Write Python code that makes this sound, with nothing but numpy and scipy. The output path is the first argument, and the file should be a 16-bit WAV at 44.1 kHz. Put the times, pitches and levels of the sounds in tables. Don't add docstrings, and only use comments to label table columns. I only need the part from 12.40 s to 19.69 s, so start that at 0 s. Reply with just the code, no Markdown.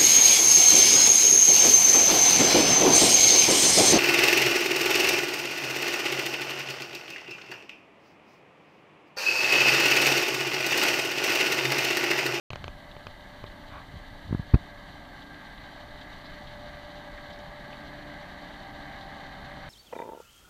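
import sys
import numpy as np
from scipy import signal
from scipy.fft import rfft, irfft, next_fast_len
from scipy.io import wavfile

SR = 44100
rng = np.random.default_rng(int(sys.argv[2]) if len(sys.argv) > 2 else 0)


def inscribe(sig):
    pcm = np.round(np.clip(np.atleast_2d(sig).T, -1, 1) * 32767)
    wavfile.write(sys.argv[1], SR, pcm.astype(np.int16))


N = 321489
TIME = np.arange(N) / SR
START_S = 0.1035


def from_db(db):
    return 10 ** (np.asarray(db) / 20)


def rms_one(x):
    return x / np.sqrt(np.mean(x ** 2) + 1e-20)


def automation(points):
    return np.interp(TIME, *np.transpose(points))


def butter(x, hz, kind, order=2):
    return signal.sosfilt(signal.butter(order, hz, kind, fs=SR, output="sos"), x + 1e-18)


def drift(rate_hz):
    hop, settle = 40, 2000
    pole = np.exp(-2 * np.pi * rate_hz * hop / SR)
    noise = rng.standard_normal(N // hop + settle + 2)
    slow = signal.lfilter([1], [1, -2 * pole, pole * pole], noise)[settle:]
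    return np.interp(np.arange(N) / hop, np.arange(len(slow)), rms_one(slow))


def coloured(x, spectrum):
    hz, level_db = np.transpose(spectrum)
    size = next_fast_len(N)
    bins_hz = np.maximum(np.arange(size // 2 + 1) * SR / size, 1)
    gain = from_db(np.interp(np.log(bins_hz), np.log(hz), level_db, left=-100, right=-100))
    return rms_one(irfft(rfft(x, size) * gain, size)[:N])


def ring(x, hz, t60):
    r, w = from_db(-60 / (t60 * SR)), 2 * np.pi * hz / SR
    return signal.lfilter([0, np.sin(w)], [1, -2 * r * np.cos(w), r * r], x + 1e-18)


def angle(hz):
    return 2 * np.pi * np.cumsum(hz) / SR + rng.uniform(0, 2 * np.pi)


def tone(hz, level_db, fade_db=0.0, fade_hz=2.4):
    fading = from_db(fade_db * 2 * np.tanh(drift(fade_hz) / 2))
    return np.sqrt(2) * from_db(level_db) * rms_one(fading) * np.sin(angle(hz))


def impacts(per_s, spread_db):
    sizes = from_db(spread_db * np.minimum(rng.exponential(1, N), 4)) * rng.choice([-1, 1], N)
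    return rms_one(sizes * (rng.random(N) < per_s / SR))


def stroke(start_s, length_s, attack_s, release_s):
    age = TIME - start_s
    return np.clip(age / attack_s, 0, 1) * np.exp(-np.maximum(age - length_s, 0) / release_s)


def wind():
    # (time [s], level [dB])
    gusts = [(0.1, -52), (1.9, -49.5), (3.3, -56), (3.8, -50.5), (6.4, -57.5), (7.2, -49)]
    # (frequency [Hz], relative level [dB])
    wind_eq = [(10, -12), (18, 0), (35, -2.5), (60, -8.5), (100, -9.5), (250, -45)]
    return from_db(automation(gusts) + 2.6 * drift(14)) * coloured(rng.standard_normal(N), wind_eq)


def case(force):
    # (frequency [Hz], gain [dB], t60 [s])
    modes = [(73.6, -9, 0.075), (370, -6, 0.022), (620, 3.5, 0.011), (1126, 2, 0.012), (1600, -5.5, 0.011),
             (2220, -3.5, 0.0074), (2500, -1.5, 0.0084), (3070, -1, 0.0096), (4300, -4, 0.0047),
             (5130, -10, 0.006), (6340, -8, 0.0024)]
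    return sum((-1) ** k * from_db(db) * ring(force, hz, t60) for k, (hz, db, t60) in enumerate(modes))


def case_clicks(chatter_db=-16, chatter_s=0.0024, thud_db=7):
    # (time [s], strength [dB], low-pass cutoff [Hz])
    clicks = [(0.1041, -32.5, 4940), (0.132, -32, 4960), (0.1574, -31.5, 5000), (0.2416, -31.5, 5000),
              (0.2797, -32.5, 5000), (0.5655, -36, 900), (0.668, -33.5, 4500), (1.0400, -28.5, 650)]
    force, snaps = np.zeros((2, N))
    age = np.arange(SR // 50) / SR
    for s, db, bright_hz in clicks:
        grit = butter(rng.standard_normal(len(age)), 1500, "high")
        chatter = from_db(chatter_db) * grit * np.exp(-age / chatter_s)
        at = int(s * SR)
        force[at:at + len(age)] += from_db(db) * butter((age == 0) + chatter, bright_hz, "low", order=1)
        snaps[at] = from_db(db)
    return case(force) - from_db(thud_db) * ring(snaps, hz=90, t60=0.017)


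def finger_bumps(creak_db=-32.5, creak_s=0.0033, knock_db=-18, sway_hz=85, sway_share=0.2):
    # (start of release [s], strength [dB], press time [s], release time [s])
    bumps = [(1.540, -29, 0.0049, 0.0025), (1.568, -31, 0.0027, 0.0041), (1.716, -34, 0.0049, 0.0048),
             (1.8960, -29, .001, 0.0033), (1.9103, -18.5, 0.0018, 0.0038), (1.9280, -11, 0.0012, 0.0021),
             (1.9487, -11.5, 0.0012, 0.0019), (1.9968, -15.5, 0.0024, 0.00285),
             (2.1420, 1.5, 0.0053, 0.0018), (2.156, -8, 0.002, 0.0054)]
    # (frequency [Hz], relative level [dB])
    creak_eq = [(400, 8), (700, -6), (1000, 3.5), (1250, -6), (1500, -3), (1900, -10), (2300, -8.5),
                (2580, -6), (2850, -34), (4300, -16.5), (5200, -30), (7000, -37), (9000, -46), (15000, -49)]
    pressure, releases, dull, bright = np.zeros((4, N))
    for s, db, press_s, release_s in bumps:
        pressure -= from_db(db) * np.interp(TIME - s, [-press_s, 0, release_s], [0, 1, 0])
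        quickness = 0.002 / release_s
        from_peak = (TIME - s - .5 * press_s) / (creak_s / 2 + 1.03 * press_s)
        slip = from_db(db + creak_db) * quickness ** 2 / (1 + from_peak ** 4) ** 2
        hardness = min(from_db(db), 1)
        dull += (1 - hardness) * slip
        bright += hardness * slip
        releases[int(s * SR)] = from_db(min(db, -8)) * quickness
    thump = butter(butter(pressure, 1400, "low"), 45, "high")
    sway = sway_share * ring(thump, sway_hz, t60=.025) * 2 * np.pi * sway_hz / SR
    knock = from_db(knock_db) * ring(releases, hz=1080, t60=0.01)
    skin = coloured(rng.standard_normal(N), creak_eq)
    creak = bright * skin + dull * butter(skin, 1500, "low")
    return thump - sway + butter(knock + creak, 8000, "low")


def finger_rub(slide_db=-45.5, slide_rumble_db=-7):
    # (start [s], length [s], level [dB])
    shifts = [(0.094, .19, -43), (1.016, .03, -50), (1.478, 0.094, -46), (1.67, .06, -48),
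              (1.837, .17, -41.5)]
    slide = from_db(slide_db) * stroke(start_s=1.28, length_s=0.11, attack_s=0.067, release_s=0.023)
    grip = sum(from_db(db) * stroke(s, length, attack_s=0.012, release_s=0.027) for s, length, db in shifts)
    friction = butter(butter(rng.standard_normal(N), 1850, "low", order=4), 1050, "high")
    rumble = butter(butter(rng.standard_normal(N), 90, "low", order=3), 52, "high")
    return slide * rms_one(case(friction)) + (grip + from_db(slide_rumble_db) * slide) * rms_one(rumble)


def approach(start_m=28.3, speed_m_per_s=1.97, alongside_s=6.04):
    distance_m = start_m - speed_m_per_s * np.minimum(TIME, alongside_s)
    return 20 * np.log10(start_m / distance_m)


def pebble(level_db=-54, ring_hz=3400, t60=0.036):
    s = rng.uniform(START_S, TIME[-1])
    db = level_db + 7 * rng.uniform(-1, 1)
    octaves = 0.15 * rng.uniform(-0.84, 1)
    return s, db, ring_hz * 2 ** octaves, t60


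def stone_clinks(pebble_count=10, band_share=0.16, trim_db=-1):
    # (time [s], level before trim and low-pass [dB], pitch [Hz], t60 [s])
    stones = [(0.513, -43, 3560, .04), (1.063, -46, 3500, 0.065), (2.82, -47, 3720, 0.047),
              (2.9434, -48, 3900, .04), (3.178, -46.5, 3520, 0.058), (3.613, -43, 3580, 0.045),
              (3.8535, -46.5, 4000, .17), (4.0718, -49, 3530, 0.18), (4.776, -42, 1800, .06),
              (4.929, -48, 4400, .1), (4.9882, -48, 6300, .044), (5.33, -39.5, 2982, 0.022),
              (6.6096, -48, 4000, 0.18)]
    clinks, age = np.zeros(N), np.arange(SR // 5) / SR
    for s, db, hz, t60 in stones + [pebble() for _ in range(pebble_count)]:
        band = signal.butter(2, hz * np.exp([-band_share, band_share]), "band", fs=SR, output="sos")
        modes = signal.sosfilt(band, rng.standard_normal(SR))[-len(age):]
        clink = rms_one(modes) * from_db(db + trim_db - 60 * age / t60)
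        at = int(s * SR)
        clinks[at:at + len(age)] += clink[:N - at]
    return butter(clinks, 4700, "low", order=4)


def lifting_gear(closer_db):
    # (frequency [Hz], relative level [dB])
    churn_eq = [(430, -29), (500, -14), (570, -0.5), (680, 1), (860, 1), (940, -2.5), (1040, -6),
                (1170, -0.5), (1300, -7.5), (1410, -12), (1600, -53)]
    # (frequency [Hz], relative level [dB])
    clatter_eq = [(1300, -26), (1450, -10), (1570, 0), (1680, 0.5), (1780, -4.5), (1880, -3), (2000, -2.5),
                  (2150, -5.5), (2300, -13), (2450, -16), (2600, -17), (3000, -44)]
    # (frequency [Hz], relative level [dB])
    chain_eq = [(2400, -22), (2800, -4.5), (3070, 1.5), (3380, -3.5), (3650, 0.5), (4020, 0), (4250, -3),
                (4460, -1.5), (4750, -10.5), (5500, -21.5), (5850, -12.5), (6250, -21), (6700, -20.5),
                (10000, -36)]
    load = drift(15.6)
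    beam_db = 1.5 * np.exp(-((TIME - 4.04) / 0.91) ** 2)
    churn_db = -54.5 + 1.21 * closer_db + 0.4 * load
    churn = from_db(churn_db) * coloured(impacts(per_s=5000, spread_db=1.5), churn_eq)
    clatter_db = -55.5 + 1.28 * closer_db + 0.6 * load + 0.87 * drift(9.8) + .25 * beam_db
    clatter = from_db(clatter_db) * coloured(impacts(per_s=4000, spread_db=1.0), clatter_eq)
    links = impacts(per_s=7000, spread_db=1.0) * from_db(0.63 * load + 1.2 * drift(29))
    chains = from_db(-58.5 + 0.68 * closer_db + beam_db) * coloured(links, chain_eq)
    return churn + clatter + chains


def drive_train(firing_hz, closer_db, swell_db, piston_ratio=1.792, mesh_ratio=10.78, bearing_ratio=13.5):
    # (multiple of firing rate, level when nearest [dB], pitch wander [Hz])
    shaft_orders = [(.47, -62, 0.64), (.975, -60, 1.98), (1.245, -63, 1.92), (1.45, -63, 1.98),
                    (3.77, -69, 1.48), (4.8, -63, 3.25), (5.95, -65, 4.3), (6.52, -66, 1.6),
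                    (11.4, -63, 6.96)]
    # (multiple of piston rate, level when nearest [dB])
    pump_orders = [(1, -62.5), (2, -66.5), (4, -68.5), (5, -68)]
    # (time [s], level [dB])
    whine_levels = [(0.1, -68), (4.3, -77), (4.6, -57), (5.55, -62.5), (6.65, -50), (7.29, -56.5)]
    distance_db = closer_db - closer_db.max()
    piston_hz = piston_ratio * firing_hz
    shafts = sum(tone(k * firing_hz + wander * drift(5.29), db + 1.1 * distance_db, fade_db=4.0)
                 for k, db, wander in shaft_orders)
    pump = sum(tone(k * piston_hz, db + distance_db / 2) for k, db in pump_orders)
    whine = tone(3 * piston_hz + 1.546 * drift(7.1), automation(whine_levels), fade_db=0.8)
    gear_mesh = tone(mesh_ratio * firing_hz + 7 * drift(10.3), -63 + swell_db, fade_db=2.5)
    bearing = tone(bearing_ratio * firing_hz + 1.5 * drift(9.6), -63 + distance_db / 2)
    return shafts + pump + whine + gear_mesh + bearing


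def diesel(firing_hz, closer_db, swell_db):
    # (time [s], level [dB])
    howl_levels = [(0.1, -59.5), (1.2, -57), (1.6, -65), (2.3, -56), (3.15, -73), (3.38, -53), (3.7, -59.5),
                   (4.2, -49), (5, -51.5), (5.9, -54), (6.25, -59), (7.29, -55.5)]
    # (frequency [Hz], relative level [dB])
    rumble_eq = [(30, 8.5), (60, 0), (110, -1), (160, 2), (230, -1.5), (290, -2), (340, -6), (400, -7),
                 (470, -12), (600, -20)]
    howl_db = automation(howl_levels)
    drone = tone(2 * firing_hz, -59 + swell_db, fade_db=5.0)
    howl = tone(4 * firing_hz + 0.94 * drift(10.0), howl_db, fade_db=0.8, fade_hz=4.0)
    fan = tone(4.055 * firing_hz + drift(5), howl_db - 12, fade_db=2)
    puffs = rng.standard_normal(N) * (1 + 0.48 * np.cos(angle(firing_hz)))
    rumble = from_db(-53.5 + 0.83 * closer_db) * coloured(puffs, rumble_eq)
    return drone + howl + fan + rumble


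def scene():
    # (time [s], firing rate [Hz])
    firing_rates = [(0.1, 147.4), (1.1, 147.8), (2.3, 146.2), (3, 147.7), (3.7, 148.2), (4.6, 147.2),
                    (5.7, 147.1), (6.6, 146.1), (7.29, 144)]
    # (time [s], gain [dB])
    swells = [(0.1, -1.5), (2.5, -5), (3.0, 7), (3.6, -3.5), (4.8, -3.5), (5.7, 3), (7.29, -3)]
    firing_hz, swell_db = automation(firing_rates), automation(swells)
    closer_db = approach()
    engine = diesel(firing_hz, closer_db, swell_db) + drive_train(firing_hz, closer_db, swell_db)
    harvest = lifting_gear(closer_db) + stone_clinks()
    hand = case_clicks() + finger_bumps() + finger_rub()
    return (engine + harvest + hand + wind())[None]


def record(dry, cutoff_hz=15500):
    # (frequency [Hz], relative level [dB])
    hiss_eq = [(3000, -2), (7000, 0.5), (9000, -1), (12000, -1.5), (15500, -4)]
    # (frequency [Hz], level [dB])
    partials = [(13255, -96), (13337.6, -86), (13420.2, -86), (13502.4, -97)]
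    hiss = from_db(-71.5) * coloured(rng.standard_normal(N), hiss_eq)
    whistle = sum(np.sqrt(2) * from_db(db) * np.sin(2 * np.pi * hz * TIME) for hz, db in partials)
    live = (dry + hiss + whistle) * (TIME > START_S)
    return signal.sosfilt(signal.ellip(12, .1, 80, cutoff_hz, fs=SR, output="sos"), live)


dry = scene()
out = record(dry)
inscribe(out)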